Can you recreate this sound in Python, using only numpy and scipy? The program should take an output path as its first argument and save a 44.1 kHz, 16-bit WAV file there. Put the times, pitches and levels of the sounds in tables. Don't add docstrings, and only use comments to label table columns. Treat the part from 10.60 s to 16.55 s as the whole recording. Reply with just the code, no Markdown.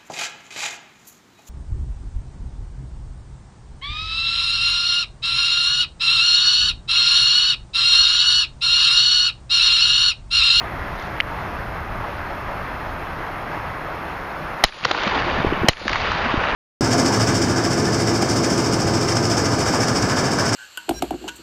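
import sys
import numpy as np
from scipy import signal
from scipy.io import wavfile
from scipy.ndimage import uniform_filter1d

SR = 44100
rng = np.random.default_rng(int(sys.argv[2]) if len(sys.argv) > 2 else 0)


def gain_from_db(level_db):
    decades = np.asarray(level_db, float) / 20
    return 10 ** decades


def unload_wav(signal):
    wavfile.write(
        sys.argv[1],
        SR,
        np.round(np.clip(np.atleast_2d(signal).T, -1, 1) * 32767).astype(np.int16),
    )


N = 262395
TIME = np.arange(N) / SR

# frequency in Hz, level in dB per Hz.
TREE_COLOUR = [(88, -35), (150, -3), (171, 1.5), (195, -8.5), (364, -4), (458, -8.5), (567, -2), (647, -2),
               (1170, -1.5), (2080, -9), (3400, -25), (4800, -29), (7600, -46.5), (9880, -73),
               (16700, -120)]
# time in seconds, level in dB.
WIND_LEVEL = [(0.0, -27), (0.16, -30.5), (0.56, -34.5), (0.93, -31.5), (2.14, -36), (2.47, -34),
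              (2.68, -36), (3.93, -39), (4.06, -54), (4.31, -44), (4.64, -31), (4.91, -27.5), (4.94, -28),
              (5.07, -54), (5.33, -32), (5.5, -31.5), (5.95, -34.5)]
# frequency in Hz, level in dB per Hz.
WIND_COLOUR = [(12, -34), (20, 2), (102, -1), (139, -7.5), (166, -5), (195, -10), (300, -17), (390, -34),
               (660, -120)]
# start in seconds, depth in dB, recovery in seconds.
GAIN_DIVES = [
    (0.601, 6, 0.085),
    (4.043, 33, 1.7),
    (5.088, 28, 1.1),
]
# depth in dB, hold in seconds, recovery in seconds.
HISS_GATES = [
    (21, 0.27, .75),
    (40, 0.69, 0.37),
]
# start in seconds, peak in dB.
SCUFFS = [
    (.355, -40),
    (.397, -37),
    (0.423, -33),
    (.47, -41),
    (3.267, -43),
]
# start in seconds, peak in dB, ring in Hz, rise in seconds.
BOLT_BLOWS = [
    (.6023, -1, 2150, .00038),
    (.6033, -8, 2400, .0004),
    (.6046, -13, 1850, .0005),
    (.6066, -7, 2850, .0006),
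]
# start in seconds, offset the overload leaves on the diaphragm (full scale 1).
SHOTS = [
    (4.0376, .08),
    (5.0840, -.2),
]
# frequency in Hz, width in Hz, level in dB.
BLAST_MODES = [(450, 400, -7), (1250, 500, -6), (2050, 600, -3), (2950, 600, -4), (4050, 700, 0),
               (4900, 800, -4), (6200, 900, -13)]
# delay after the blast in seconds, level in dB, rebound as a share.
BOUNCES = [
    (.0077, -7, .9),
    (.0087, -2, .2),
]
# time after the blast in seconds, level in dB.
WOOD_LEVEL = [(.01, -32), (.045, -36.5), (.07, -44), (.1, -36.5), (.17, -33), (.24, -26), (.32, -24.5),
              (.44, -21), (.63, -21.5)]
# frequency in Hz, level in dB per Hz.
WOOD_COLOUR = [(100, -40), (140, -5), (274, -2.5), (450, -1), (960, 1), (1350, -1), (2350, -6.5),
               (3000, -8.5), (4000, -16.5), (4700, -15), (5800, -45), (6600, -35.5), (7500, -40)]
# pace of the return (1 is normal), fade after the last trunks
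# in dB per second, brightness in dB per octave, its fall per second, treble loss in dB per second.
WOOD_ANSWERS = [
    (.92, 10.5, 2.5, 3.5, 24),
    (1.0, -2.5, 2, 1.5, 27),
]
# start in seconds, peak in dB, centre in Hz, treble in dB.
ECHOES = [(4.084, -11, 2300, 4), (4.123, -17, 1890, -8), (4.238, -4.5, 1820, -9), (4.248, 6.5, 740, 3.5),
          (4.251, 4, 1490, -5), (4.31, 3.5, 1160, -17), (4.312, 4, 810, 5), (4.346, -1, 1070, -20),
          (4.378, -4, 910, -17), (4.427, -7, 1340, -20), (4.434, 1.5, 1200, -4), (4.474, -1, 926, 2),
          (5.132, -11, 2070, 0), (5.169, -12, 2340, -12), (5.214, -14, 450, -10), (5.253, -10.5, 400, -12),
          (5.267, -6, 550, -14), (5.302, -7, 504, -20), (5.279, 7, 1840, -4), (5.293, -2, 1970, -2),
          (5.295, 0, 1600, -8), (5.33, 2.5, 1750, -7), (5.357, 4.5, 1600, -11), (5.41, -4, 1010, 0),
          (5.456, 1, 1760, -20), (5.471, -0.5, 1160, -14), (5.517, 3.5, 1520, -9), (5.554, -7, 1320, -22),
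          (5.836, 0, 1320, -28)]
# start in seconds, peak in dB, pitch in Hz, 60 dB decay in seconds.
BOOMS = [
    (4.229, -32, 168, 0.066),
    (4.252, -17.5, 490, .04),
    (4.259, -23.5, 131, 0.031),
    (4.31, -19.5, 342, 0.02),
    (5.255, -26, 222, 0.082),
]
# start in seconds, peak in dB, pitch in Hz.
PUFFS = [(4.468, -15.5, 214), (4.563, -21, 276), (4.664, -22, 350), (4.785, -16, 205), (4.8, -16, 152),
         (4.847, -3, 392), (4.868, -8.5, 101), (4.924, -7, 333), (5.017, -13, 97), (5.033, -11, 380),
         (5.044, -7, 245), (5.659, -18.5, 245), (5.74, -11, 290), (5.775, -11.5, 98)]


def rms_one(x):
    return x / np.sqrt(np.mean(x ** 2) + 1e-20)


def peak_one(x):
    return x / np.max(np.abs(x))


def band(x, low_hz, high_hz, order=2):
    return signal.sosfilt(signal.butter(order, [low_hz, high_hz], "band", fs=SR, output="sos"), x)


def resonate(x, hz, width_hz):
    r = np.exp(-np.pi * width_hz / SR)
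    feedback = [1, -2 * r * np.cos(2 * np.pi * hz / SR), r * r]
    return signal.lfilter([(1 - r * r) / 2, 0, (r * r - 1) / 2], feedback, x)


def add(out, s, piece):
    i = round(s * SR)
    out[i:i + len(piece)] += piece[:N - i]


def drift(rate_hz):
    r = np.exp(-80 * np.pi * rate_hz / SR)
    slow = signal.lfilter([1], [1, -2 * r, r * r], rng.standard_normal(N // 40 + 2002))[2000:]
    return np.interp(np.arange(N) / 40, np.arange(len(slow)), rms_one(slow))


def coloured(sources, spectrum, patchy_db, rate_hz, tilt_db=0, air_db=0):
    hz, level_db = np.transpose(spectrum)
    edges = np.geomspace(hz[0], hz[-1], round(3 * np.log2(hz[-1] / hz[0])) + 1)
    together = drift(rate_hz / 4)
    bands, power = 0, 0
    for k, (low, high) in enumerate(zip(edges, edges[1:])):
        mid = np.sqrt(low * high)
        one = band(sources[k % 2], low, high) * gain_from_db(np.interp(np.log(mid), np.log(hz), level_db))
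        power += np.mean(one ** 2)
        slope_db = tilt_db * np.log2(min(mid, 2500) / 1500) + air_db * max(mid / 2500 - 1, 0)
        flicker_db = patchy_db * (0.52 * together + drift(rate_hz))
        bands = bands + one * gain_from_db(flicker_db + slope_db)
    return bands / np.sqrt(power)


def ducking():
    dives = [depth_db * np.clip(1 - (TIME - s) / back, 0, 1) * (TIME > s) for s, depth_db, back in GAIN_DIVES]
    return -np.max(dives, axis=0)


def since_shot():
    starts = np.array(SHOTS)[:, 0]
    which = np.clip(np.searchsorted(starts, TIME) - 1, 0, None)
    return TIME - starts[which], which


def trees():
    gain_db = ducking()
    return gain_from_db(-29 + gain_db) * coloured(rng.standard_normal((2, N)), TREE_COLOUR, 0.93, 11.0, 0, .6 * gain_db)


def wind_rumble():
    level_db = np.interp(TIME, *np.transpose(WIND_LEVEL))
    return gain_from_db(level_db) * coloured(rng.standard_normal((2, N)), WIND_COLOUR, 1.44, 9.9)


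def spotty(x, kept):
    cells = signal.stft(x, nperseg=1024)[2]
    keep = rng.random((cells.shape[0] // 2 + 1, cells.shape[1])) < kept
    keep = keep.repeat(2, axis=0)[:len(cells)]
    return rms_one(signal.istft(cells * keep, nperseg=1024)[1][:N])


def hiss():
    since, which = since_shot()
    depth_db, hold, back = np.array(HISS_GATES)[which].T
    sag_db = 2 + 5 * np.sin(np.pi * np.clip(since / 0.86, 0, 1))
    lower_db = -64.5 - sag_db * (since > 0)
    upper_db = -61 - depth_db * np.clip(1 - (since - hold) / back, 0, 1) * (since > 0)
    white = spotty(rng.standard_normal(N + 2048), .42)
    out = gain_from_db(lower_db) * rms_one(band(white, 8710, 11460, order=6))
    out += gain_from_db(upper_db) * rms_one(band(white, 11090, 14800, order=6))
    rim = rms_one(band(white, 6900, 7440, order=8))
    return out + gain_from_db(-81.5 + ducking()) * rim


def whine():
    since, _ = since_shot()
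    is_open = (since < 0) | (since > .62)
    return gain_from_db(-76 + .25 * ducking()) * is_open * np.sin(2 * np.pi * 7680 * TIME)


def sling():
    out, t = np.zeros(N), np.arange(SR // 50) / SR
    for s, peak_db in SCUFFS:
        scuff = band(rng.standard_normal(len(t)), 2500, 6000) * np.exp(-t / .005)
        add(out, s, gain_from_db(peak_db) * peak_one(scuff))
    drag = np.exp(-((TIME - 0.416) / 0.064) ** 2)
    return out + gain_from_db(-46) * drag * rms_one(band(rng.standard_normal(N), 2800, 4200))


def bolt():
    out, t = np.zeros(N), np.arange(SR // 50) / SR
    for s, peak_db, hz, rise in BOLT_BLOWS:
        ring = np.sin(2 * np.pi * hz * t) + 0.29 * band(rng.standard_normal(len(t)), 4000, 5080)
        swell = t ** 2 * np.exp(-t / np.clip(rise, .0002, .001) * 1.8)
        add(out, s, gain_from_db(peak_db) * peak_one(ring * swell))
    return out


def blast_colour(x):
    return sum(gain_from_db(db) * rms_one(resonate(resonate(x, hz, width), hz, width)) for hz, width, db in BLAST_MODES)


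def shots():
    out, t = np.zeros(N), np.arange(SR // 8) / SR
    shared = rng.standard_normal(len(t))
    overload_s, last_bounce_s = .0045, BOUNCES[1][0]
    for s, offset in SHOTS:
        turbulence = rms_one(blast_colour(shared + 0.67 * rng.standard_normal(len(t))))
        overload = np.clip(t / .0008, 0, 1) * (t < overload_s)
        pressure = -np.sin(2 * np.pi * 760 * (t - .0009)) * (t > .0009) * np.exp(-t / .004)
        shot = np.clip((gain_from_db(-1) * turbulence + gain_from_db(3) * pressure) * overload, -1, 1)
        shot += gain_from_db(-16) * turbulence * (t >= overload_s) * np.exp((overload_s - t) / .004)
        shot += offset * np.clip((t - overload_s) / .0005, 0, 1) * (t < last_bounce_s)
        for lag, db, rebound in BOUNCES:
            u = (t - lag) / .0001
            shot -= gain_from_db(db) * (np.exp(-u ** 2) - rebound * np.exp(-(u - 2) ** 2))
        since = np.clip(t - last_bounce_s, 0, 1)
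        rattle = rms_one(band(turbulence, 1500, 4800)) * (since > .0002) * np.exp(-since / .005)
        shot += gain_from_db(-16) * rattle
        rest = gain_from_db(-10) * np.exp(-since / .004) - gain_from_db(-20) * np.sin(since / .012) * np.exp(-since / .02)
        add(out, s, shot + np.clip(since / .0003, 0, 1) * rest)
    return out


def wood():
    since, which = since_shot()
    pace, fade, bright_db, dulling, air_loss = np.array(WOOD_ANSWERS)[which].T
    progress = since * pace
    level_db = np.interp(progress, *np.transpose(WOOD_LEVEL))
    level_db -= fade * np.clip(progress - WOOD_LEVEL[-1][0], 0, None)
    air_db = np.maximum(13 - air_loss * np.abs(since), -24)
    tilt_db = bright_db - dulling * np.clip(since, 0, None)
    strength_db = 2.0 * np.minimum(rng.exponential(1, (2, N)), 5)
    grains = rng.standard_normal((2, N)) * gain_from_db(strength_db) * (rng.random((2, N)) < .15)
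    return gain_from_db(level_db) * (since > .005) * coloured(grains, WOOD_COLOUR, 1.42, 28, tilt_db, air_db)


def burst(t, hz, smear_s, treble_db):
    clicks = rng.standard_normal(len(t)) ** 3 * np.clip(t / 0.00014, .3, 1) * np.exp(-(t / smear_s) ** 2)
    body = peak_one(band(clicks, hz / 1.6, hz * 1.495, order=3))
    treble = peak_one(resonate(band(clicks, 1670, 4840), 2070, 2400))
    return peak_one(body + gain_from_db(treble_db) * treble)


def echoes():
    out, t = np.zeros(N), np.arange(SR // 25) / SR
    for s, peak_db, hz, treble_db in ECHOES:
        add(out, s, gain_from_db(peak_db - 8) * burst(t, hz, 0.0046, treble_db))
    return out


def thump(peak_db, hz, t60):
    t = np.arange(SR // 10) / SR
    push = -np.sin(2 * np.pi * hz * t) * t / (t + 0.00089) * gain_from_db(-60 * t / max(t60, .005))
    return gain_from_db(peak_db - 1) * peak_one(push)


def booms():
    out = np.zeros(N)
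    for s, peak_db, hz, t60 in BOOMS:
        add(out, s, thump(peak_db, hz, t60))
    return out


def wind_puffs():
    out = np.zeros(N)
    for s, peak_db, hz in PUFFS:
        add(out, s, thump(peak_db, hz, 0.0077 * gain_from_db(-0.97 * peak_db)))
    return out


def scene():
    blasts = shots()
    clicks = gain_from_db(-3) * echoes() + sling() + bolt()
    air = trees() + wind_rumble() + wind_puffs()
    path_end = signal.cheby2(14, 50, 7600, fs=SR, output="sos")
    field = signal.sosfilt(path_end, blasts + clicks + wood() + booms() + air)
    sharp = blasts + gain_from_db(-3) * clicks
    loudness = uniform_filter1d(sharp ** 2, size=40)
    top = band(sharp * loudness * np.cos(2 * np.pi * 8200 * TIME), 8500, 16000, order=6)
    return (field + gain_from_db(-7.5) * top + hiss() + whine())[None]


def band_limit(x):
    return signal.sosfilt(signal.butter(12, 16440, fs=SR, output="sos"), x)


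def record(dry):
    top_cut = signal.cheby2(12, 80, 16400, fs=SR, output="sos")
    mix = signal.sosfilt(top_cut, np.clip(dry, -.93, .93))
    return band_limit(mix)


dry = scene()
out = record(dry)
unload_wav(out)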